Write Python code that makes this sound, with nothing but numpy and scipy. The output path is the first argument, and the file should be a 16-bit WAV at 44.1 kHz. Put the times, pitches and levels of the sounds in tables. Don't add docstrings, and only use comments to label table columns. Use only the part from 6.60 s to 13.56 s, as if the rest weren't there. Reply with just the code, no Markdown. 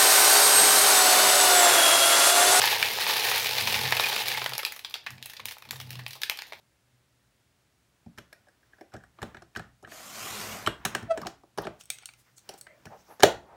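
import sys
import numpy as np
from scipy import signal
from scipy.fft import rfft, irfft
from scipy.io import wavfile
from scipy.ndimage import uniform_filter1d, map_coordinates

SR = 44100
rng = np.random.default_rng(int(sys.argv[2]) if len(sys.argv) > 2 else 0)


def pcm_store(signal):
    levels = np.round(np.clip(np.atleast_2d(signal), -1, 1) * 32767)
    wavfile.write(sys.argv[1], SR, levels.astype(np.int16).T)


N = 306925

# t/s, level/dB
STROKE = [(3.27, -62.5), (3.32, -47.5), (3.504, -45), (3.564, -41.5), (3.7, -39.5), (3.8, -39.5),
          (3.936, -42), (3.996, -46), (4.064, -50)]


def gain_of(db):
    return 10 ** (np.asarray(db) / 20)


def unit_rms(x):
    return x / np.sqrt(np.mean(x ** 2) + 1e-20)


def peaked(x, db):
    return gain_of(db) * x / abs(x).max()


def at_hz(points, hz):
    f, value = np.transpose(points)
    return np.interp(np.log(hz + 1), np.log(f + 1), value)


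def add(mix, start_s, sound):
    part = mix[round(start_s * SR):][:len(sound)]
    part += sound[:len(part)]


def coloured(x, spectrum, edge_hz=15750):
    hz = np.fft.rfftfreq(len(x), 1 / SR)
    return unit_rms(irfft(rfft(x) * gain_of(at_hz(spectrum, hz)) * (hz < edge_hz), len(x)))


def resonate(x, hz, width_hz):
    r = np.exp(-np.pi * width_hz / SR)
    return 2 * signal.lfilter([1 - r], [1, -r * np.exp(2j * np.pi * hz / SR)], x).real


def noise_band(n, hz, width_hz):
    return unit_rms(resonate(resonate(rng.standard_normal(n), hz, width_hz), hz, width_hz))


def grit(per_s, spread_db):
    size = gain_of(spread_db * np.minimum(rng.exponential(1, N), 5)) * rng.standard_normal(N)
    return size * (rng.random(N) < per_s / SR)


def ringing(modes, centre_hz, reach_oct, scatter_db):
    hz, db, t60_s = np.transpose(modes)
    t = np.arange(round(SR * t60_s.max()))[:, None] / SR
    hz = hz * (1 + 0.015 * rng.standard_normal(len(hz)))
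    strike_db = -np.minimum(10 * (np.log2(hz / centre_hz) / reach_oct) ** 2, 5.87 / reach_oct)
    strike_db += scatter_db * rng.standard_normal(len(hz))
    sign = (-1) ** np.arange(len(hz))
    return (sign * gain_of(db + strike_db - 60 * t / t60_s) * np.sin(2 * np.pi * hz * t)).sum(1)


def contact(decay_ms, firm=1.14):
    age = np.arange(2048) / SR * 1000 / max(decay_ms, .1)
    force = rng.standard_normal(2048) * np.exp(-age) * (1 - np.exp(-age * 1.1))
    force /= np.linalg.norm(force)
    force[np.argmax(age > .25)] += firm
    return force


def room_tone():
    # f/Hz, density/dB
    air = [(12, -60.5), (20, -31), (63, -8.5), (91, -14.5), (124, -9), (147, -15), (184, -16.5), (393, -20),
           (452, -23.5), (583, -21.5), (839, -25), (1690, -25), (8890, -33), (15200, -40), (16500, -24)]
    hum = noise_band(N, hz=121, width_hz=11)
    return gain_of(-70) * coloured(rng.standard_normal(N), air) + gain_of(-77) * hum


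def tick(chatter_ms, count=36, t60_s=0.0019):
    # f/Hz, density/dB
    spectrum = [(3000, -7), (4500, 3), (5600, -7), (6800, 1.5), (8500, -4.5), (10500, -8.5), (12500, -10.5),
                (16000, -27.5)]
    t = np.arange(400)[:, None] / SR
    hz = np.linspace(3000, 16000, count) + rng.uniform(-180, 180, count)
    size = rng.choice([-1, 1], count) * gain_of(3.5 * rng.standard_normal(count))
    rings = size * gain_of(at_hz(spectrum, hz) - 60 * t / t60_s) * np.sin(2 * np.pi * hz * t)
    return np.convolve(contact(chatter_ms, firm=0.43), rings.sum(1))


def knocks():
    # t/s, arm peak/dB, base peak/dB, table peak/dB, tick peak/dB, arm centre/Hz
    blows = [(1.4613, -72, -48, -37, -65, 2410), (1.576, -41, -61, -44.5, -48, 1590),
             (1.583, -32, -43.5, -68, -40, 1760), (1.727, -40.5, -49, -77, -44, 1890),
             (1.869, -61, -54.5, -73, -71, 1740), (1.884, -53.5, -58, -69, -60, 1710),
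             (2.03, -59, -73, -76, -71, 1710), (2.132, -45.5, -60, -73, -80, 1720),
             (2.183, -55, -55, -80, -71, 1600), (2.209, -43.5, -36, -66, -52.5, 1880),
             (2.319, -55, -69, -72, -64, 1400), (2.337, -45, -36, -39.5, -45, 1460),
             (2.35, -41.5, -39.5, -51, -61, 1570), (2.3632, -42.5, -49, -42, -49, 1510),
             (2.404, -54, -63, -73, -72, 1620), (2.4352, -43, -54.5, -70, -59, 1450),
             (2.586, -43, -47, -59, -81, 1130), (2.617, -32, -39, -32.5, -41, 1800),
             (2.627, -29.5, -29, -71, -33.5, 1020), (2.633, -41, -39, -33, -47, 1432),
             (2.745, -35.5, -43.5, -48, -53, 1710), (2.768, -36.5, -48, -50, -55, 1700),
             (2.82, -44, -45, -50.5, -51, 1330), (2.95, -36, -49, -70, -51, 2060),
             (2.96, -24, -40, -38, -38, 1560), (2.969, -45, -35, -44, -33.5, 1610),
             (2.994, -32, -35.5, -36, -41, 1420), (3.226, -66, -42.5, -71, -53, 1170),
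             (3.2371, -47, -44.5, -50, -66, 1280), (3.247, -35.5, -74, -65, -61, 1530),
             (3.273, -42, -44.5, -51, -60, 1330), (3.318, -35.5, -46, -58, -54, 1910),
             (4.062, -21, -37, -32.5, -24.5, 2650), (4.072, -11, -20.5, -32.5, -22, 1134),
             (4.2502, -16, -27, -30.5, -16.5, 1930), (4.2583, -22.5, -31, -42, -32, 1230),
             (4.3483, -20.5, -34.5, -48, -29, 2050), (4.3488, -17.5, -27, -41, -23.5, 1446),
             (4.426, -40.5, -37.5, -33.5, -43, 1480), (4.574, -31.5, -26, -43, -32.5, 1890),
             (4.6148, -33.5, -37, -36.5, -37.5, 1190), (4.649, -36, -38, -39, -60, 1110),
             (4.658, -40, -30, -48, -50, 2320), (4.668, -29.5, -30.5, -65, -24.5, 1410),
             (4.834, -53.5, -46.5, -75, -66, 1140), (4.975, -33, -31.5, -38, -36, 1180),
             (4.983, -26.5, -21.5, -35, -26.5, 1500), (5.05, -35.5, -30.5, -39, -46, 1360),
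             (5.068, -27, -27, -41, -41.5, 1570), (5.89, -35.5, -35, -74, -27.5, 2900),
             (5.937, -70.5, -41.5, -68, -41, 1760), (6.067, -39.5, -52, -75, -53, 1880),
             (6.254, -39.5, -41.5, -42.5, -41, 2370), (6.266, -41.5, -45.5, -47, -55, 1600),
             (6.596, -41.5, -32.5, -44.5, -42.5, 1585), (6.603, -29.5, -47, -62.5, -32, 1484),
             (6.624, -20, -27, -37.5, -20.5, 1760), (6.632, -1, -2, -24, -5, 1670)]
    # f/Hz, level/dB, t60/s
    arm_modes = [(1000, -3, .016), (1200, -2, .016), (1370, -2, .016), (1530, -2, .016), (1690, 0, .022),
                 (1900, -6, .01), (2170, -4, .01), (2480, -5, .013), (2830, -6, .013), (3060, -3, .016),
                 (3400, -7, .01), (3800, -5, .01), (4250, -7, .009)]
    base_modes = [(266, 2.5, 0.012), (327.6, -1.5, 0.097), (397, -1.5, 0.073), (538, -4, 0.018),
                  (581.6, -6, 0.071), (658, -2.5, 0.041), (735, 6, 0.029), (785, 9.5, 0.0086)]
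    table_modes = [(59.6, -6.5, 0.11), (110, -2.5, 0.13), (164, -3.5, 0.17), (228, 4, 0.14)]
    latch_modes = [(5320, 4.5, 0.021), (5803, -6, 0.044), (7065, -36, 0.01)]
    out = np.zeros(N)
    for s, arm_db, base_db, thud_db, tick_db, arm_hz in blows:
        firmness = gain_of(0.07 * (max(arm_db, base_db) + 37))
        chatter_ms = 3.2 * np.exp(0.23 * rng.uniform(-1, 1)) / firmness
        reach_oct = np.clip(1.3 + .022 * arm_db, .22, 2)
        arm = signal.fftconvolve(contact(chatter_ms), ringing(arm_modes, arm_hz, reach_oct, 1.6))
        add(out, s, peaked(arm, arm_db))
        base_hz = 560 * (arm_hz / 1600) ** 0.19
        base_force = contact(1.68 * chatter_ms, firm=1.8)
        base = signal.fftconvolve(base_force, ringing(base_modes, base_hz, 0.93, 2.4))
        add(out, s, peaked(base, base_db))
        thud = signal.fftconvolve(np.hanning(200), ringing(table_modes, 150, 4.5, 6))
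        add(out, s, peaked(thud, thud_db))
        add(out, s + .0006, peaked(tick(.9 * chatter_ms), tick_db))
        jingle = signal.fftconvolve(contact(.6 * chatter_ms), ringing(latch_modes, 4700, 2.1, 3.8))
        add(out, s, peaked(jingle, 0.77 * tick_db - 18))
    return out


def drags():
    # peak t/s, half length/ms, scrape/dB, rustle/dB
    moves = [(1.75, 400, -76, -89), (2.15, 120, -74, -83), (2.659, 75, -56.5, -73), (3.018, 62, -60, -106),
             (4.1, 270, -66, -75), (4.35, 114, -47.5, -73), (4.6, 68, -53.5, -70), (5.16, 45, -67, -78),
             (5.65, 180, -84, -75.5), (5.92, 78, -63.5, -69), (6.2, 170, -69, -82), (6.501, 270, -69, -71)]
    # f/Hz, density/dB
    scrape_spectrum = [(18, -37.5), (30, -36), (114, -5.5), (206, -7), (388, -11.5), (506, -17), (746, -13),
                       (1660, -14), (2450, -21.5), (4000, -28.5), (5200, -52.5), (8800, -120)]
    rustle_spectrum = [(1180, -44), (2000, -13.5), (4200, -13.5), (5570, -9.5), (10700, -23),
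                       (11900, -18.5), (15800, -13), (16500, -29)]
    scrape = coloured(grit(per_s=6000, spread_db=1.5), scrape_spectrum)
    rustle = coloured(grit(per_s=20000, spread_db=1.5), rustle_spectrum)
    out, t = np.zeros(N), np.arange(N) / SR
    for s, half_ms, scrape_db, rustle_db in moves:
        swell = np.exp(-((t - s) * 1000 / half_ms) ** 2)
        out += swell * (gain_of(scrape_db) * scrape + gain_of(rustle_db) * rustle)
    return out


def swishes_and_rings():
    # peak t/s, level/dB, centre/Hz, width/Hz, half length/ms
    bands = [(2.344, -49.5, 910, 1500, 13.6), (5.03, -46.5, 935, 900, 33), (5.022, -53, 12000, 6000, 5.4),
             (5.045, -52, 3440, 2000, 15), (4.215, -49.5, 1240, 500, 4.8), (4.635, -37.5, 1110, 200, 4.3),
             (5.21, -53.5, 5870, 7200, 13.6), (5.34, -65, 3000, 2520, 62), (5.421, -60, 2430, 2520, 25),
             (5.6, -64.5, 8800, 9100, 21), (5.682, -68, 1457, 1500, 32), (5.779, -55.5, 7320, 2940, 12.5),
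             (5.918, -60, 1170, 2000, 42), (5.988, -54.5, 9000, 7000, 7.7), (6.1, -58.5, 2080, 200, 31),
             (6.12, -63.5, 594, 97, 76), (6.335, -46, 684, 460, 29), (6.4, -67.5, 5760, 2000, 26),
             (6.488, -67.5, 5550, 1800, 25), (6.514, -49.5, 685, 760, 26), (6.52, -65, 11600, 3000, 34),
             (6.94, -53.5, 715, 640, 89)]
    out, t = np.zeros(N), np.arange(-SR // 5, SR // 5) / SR
    for s, db, hz, width_hz, half_ms in bands:
        swell = np.exp(-(t * 1000 / half_ms) ** 2)
        add(out, s + t[0], gain_of(db) * noise_band(len(t), hz, width_hz) * swell)
    return out


def rail_patches(x, depth_db=3.1, rise_oct_per_s=.8):
    hz, t, spectra = signal.stft(x, SR, nperseg=512, noverlap=384)
    patches = rng.standard_normal((len(hz) * 4, len(t)))
    patches = unit_rms(uniform_filter1d(uniform_filter1d(patches, size=3, axis=0), size=22, axis=1))
    from_end_s = np.clip(t - STROKE[-1][0], -1.5, 0)
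    rows = np.arange(len(hz))[:, None] * 2 ** (-rise_oct_per_s * from_end_s)
    frames = np.broadcast_to(np.arange(len(t)), rows.shape)
    patch_db = depth_db * map_coordinates(patches, [rows, frames], order=1, mode="nearest")
    return unit_rms(signal.istft(spectra * gain_of(patch_db), SR, nperseg=512, noverlap=384)[1][:N])


def blade_stroke():
    # f/Hz, density/dB
    hiss_spectrum = [(470, -3.5), (800, 6.5), (885, -57), (980, 2.5), (1360, 3.5), (1750, -3), (2730, 1),
                     (3610, -2.5), (6380, 1.5), (10200, -6.5), (14500, -5.5), (15900, -18), (16500, -41)]
    rumble_spectrum = [(29, -39), (50, -35.5), (84, -9), (98, 13.5), (140, -11.5), (208, 9.5), (288, -1),
                       (406, 0), (592, -1), (745, 2), (2500, -2.5), (3250, -55), (5500, -120)]
    # t/s, lag/ms
    bounce_lag = [(3.25, 3), (3.5, 3.6), (3.75, 2.3), (4.08, 1.23)]
    t = np.arange(N) / SR
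    push = gain_of(np.interp(t, *np.transpose(STROKE), left=-150, right=-150))
    hiss = rail_patches(coloured(grit(per_s=14000, spread_db=2.2), hiss_spectrum))
    treble = signal.sosfiltfilt(signal.butter(2, 4100, "high", fs=SR, output="sos"), hiss)
    hiss += treble * ((push / push.max()) ** .3 - 1)
    bite = gain_of(-15.5 + 22 * (t - STROKE[0][0]))
    rub = push * (hiss + bite * coloured(rng.standard_normal(N), rumble_spectrum))
    lag_samples = np.interp(t, *np.transpose(bounce_lag)) * SR / 1000
    return rub + 0.21 * map_coordinates(rub, [np.arange(N) - lag_samples], order=1)


def hinge_squeak():
    # t/s, level/dB, hold/s
    slips = [(4.51, -11.5, 0.0059), (4.516, -14, 0.0067), (4.53, -22.5, 0.017), (4.559, -31.5, .014)]
    # multiple, level/dB
    harmonics = [(1, -8.5), (2, -22), (3, -33.5), (4, -35.5), (5, -39.5), (6, -45), (7, -43), (8, -47.5),
                 (9, -48), (10, -49.5), (11, -57), (12, -52.5), (13, -45.5)]
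    start_hz, end_hz = 670, 632
    rise_db_per_s, fall_db_per_s = 1249.5, 1410.5
    t = np.arange(4.48, 4.6, 1 / SR)
    s, db, hold_s = np.transpose(slips)[:, :, None]
    before_s, after_s = np.maximum(s - t, 0), np.maximum(t - s - hold_s, 0)
    force_db = (db - rise_db_per_s * before_s - fall_db_per_s * after_s).max(0)
    turns = np.cumsum(np.linspace(start_hz, end_hz, len(t))) / SR
    out = np.zeros(N)
    for k, harmonic_db in harmonics:
        waver_turns = .014 * (k - 1) * unit_rms(uniform_filter1d(rng.standard_normal(len(t)), size=60))
        fade_db = .5 * (k > 1) * (force_db - db.max())
        tone = np.sqrt(2) * np.sin(2 * np.pi * (k * turns + waver_turns))
        add(out, t[0], gain_of(force_db + harmonic_db + fade_db) * tone)
    return out


def card_snaps():
    # t/s, flap peak/dB, flap f/Hz, crackle over flap/dB
    buckles = [(5.21, -40.5, 2990, 3), (5.237, -64, 4200, 21), (5.256, -58.5, 4200, 18),
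               (5.302, -21, 2700, 5), (5.3856, -38, 3000, 0.5), (5.425, -43, 780, -14),
               (5.4334, -40.5, 2730, -17), (5.4569, -38, 3080, 13.5), (5.467, -65, 3100, 13),
               (5.474, -68, 3060, 10), (5.489, -36.5, 2290, -18), (5.5364, -45, 2900, 0.5),
               (5.7812, -49.5, 3600, 11.5), (5.791, -60, 3600, 13), (5.978, -62, 910, 18),
               (6.0117, -50, 4150, 20.5)]
    # f/Hz, level/dB, t60/s
    card_modes = [(794, -2, 0.015), (1440, 1, 0.028), (2284, -4, 0.028), (2760, -3.5, 0.013),
                  (3370, -3, 0.012), (3760, -4.5, 0.023), (4440, 4, .014), (5580, 2.5, 0.017),
                  (6900, -15, .012), (8120, 3, 0.0089), (9350, -5, .007)]
    out = np.zeros(N)
    for s, db, flap_hz, bright_db in buckles:
        flap = signal.fftconvolve(contact(decay_ms=0.693), ringing(card_modes, flap_hz, 0.51, 5.5))
        crackle_hz = 6100 + 80 * bright_db
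        snap = np.diff(contact(decay_ms=1.176), prepend=0)
        click = resonate(snap, crackle_hz, 0.2 * crackle_hz)
        ring = np.convolve(snap, ringing(card_modes, crackle_hz, 0.78, 2.4))[:len(snap)]
        crackle = peaked(click, 0) + peaked(ring, -3)
        add(out, s, peaked(flap, db))
        add(out, s, peaked(crackle, db + bright_db))
    return out


def room_tail(x):
    # f/Hz, t60/s
    decay = [(100, 0.56), (300, 0.24), (1000, 0.33), (3000, 0.26), (7000, 0.24), (12000, 0.2)]
    out, t = np.zeros(N), np.arange(N) / SR
    slots = np.arange(120, SR // 2 - 20, 20)
    low = signal.sosfiltfilt(signal.butter(2, 1100, fs=SR, output="sos"), x)
    for k in range(3):
        taps = np.zeros(SR // 2)
        taps[slots + rng.integers(0, 20, len(slots))] = rng.choice([-1., 1.], len(slots))
        hz, age_s, spectra = signal.stft(taps, SR, nperseg=256)
        fade = gain_of(-60 * age_s / at_hz(decay, hz)[:, None])
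        tail = signal.istft(spectra * fade, SR, nperseg=256)[1]
        slow, quick = np.sqrt(2 / 3) * np.cos(np.pi * (np.outer([90, 420], t) + k / 3))
        send = low * slow + (x - low) * quick
        out += signal.fftconvolve(send, tail / np.linalg.norm(tail))[:N]
    return out


def scene():
    bass_cut = signal.butter(2, 58, "high", fs=SR, output="sos")
    trimmer = signal.sosfilt(bass_cut, knocks() + blade_stroke())
    direct = trimmer + card_snaps() + drags() + swishes_and_rings()
    squeak = hinge_squeak()
    reverb = gain_of(-9) * room_tail(direct + 0.32 * squeak)
    return (direct + squeak + reverb + room_tone())[None]


def record(dry, low_hz=45, high_hz=16700):
    bass_cut = signal.butter(3, low_hz, "high", fs=SR, output="sos")
    clipped = np.clip(signal.sosfilt(bass_cut, dry), -.9, .9)
    band_limit = signal.firwin(511, high_hz, window=("kaiser", 12), fs=SR)
    return signal.oaconvolve(clipped, band_limit[None], "same")


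dry = scene()
out = record(dry)
pcm_store(out)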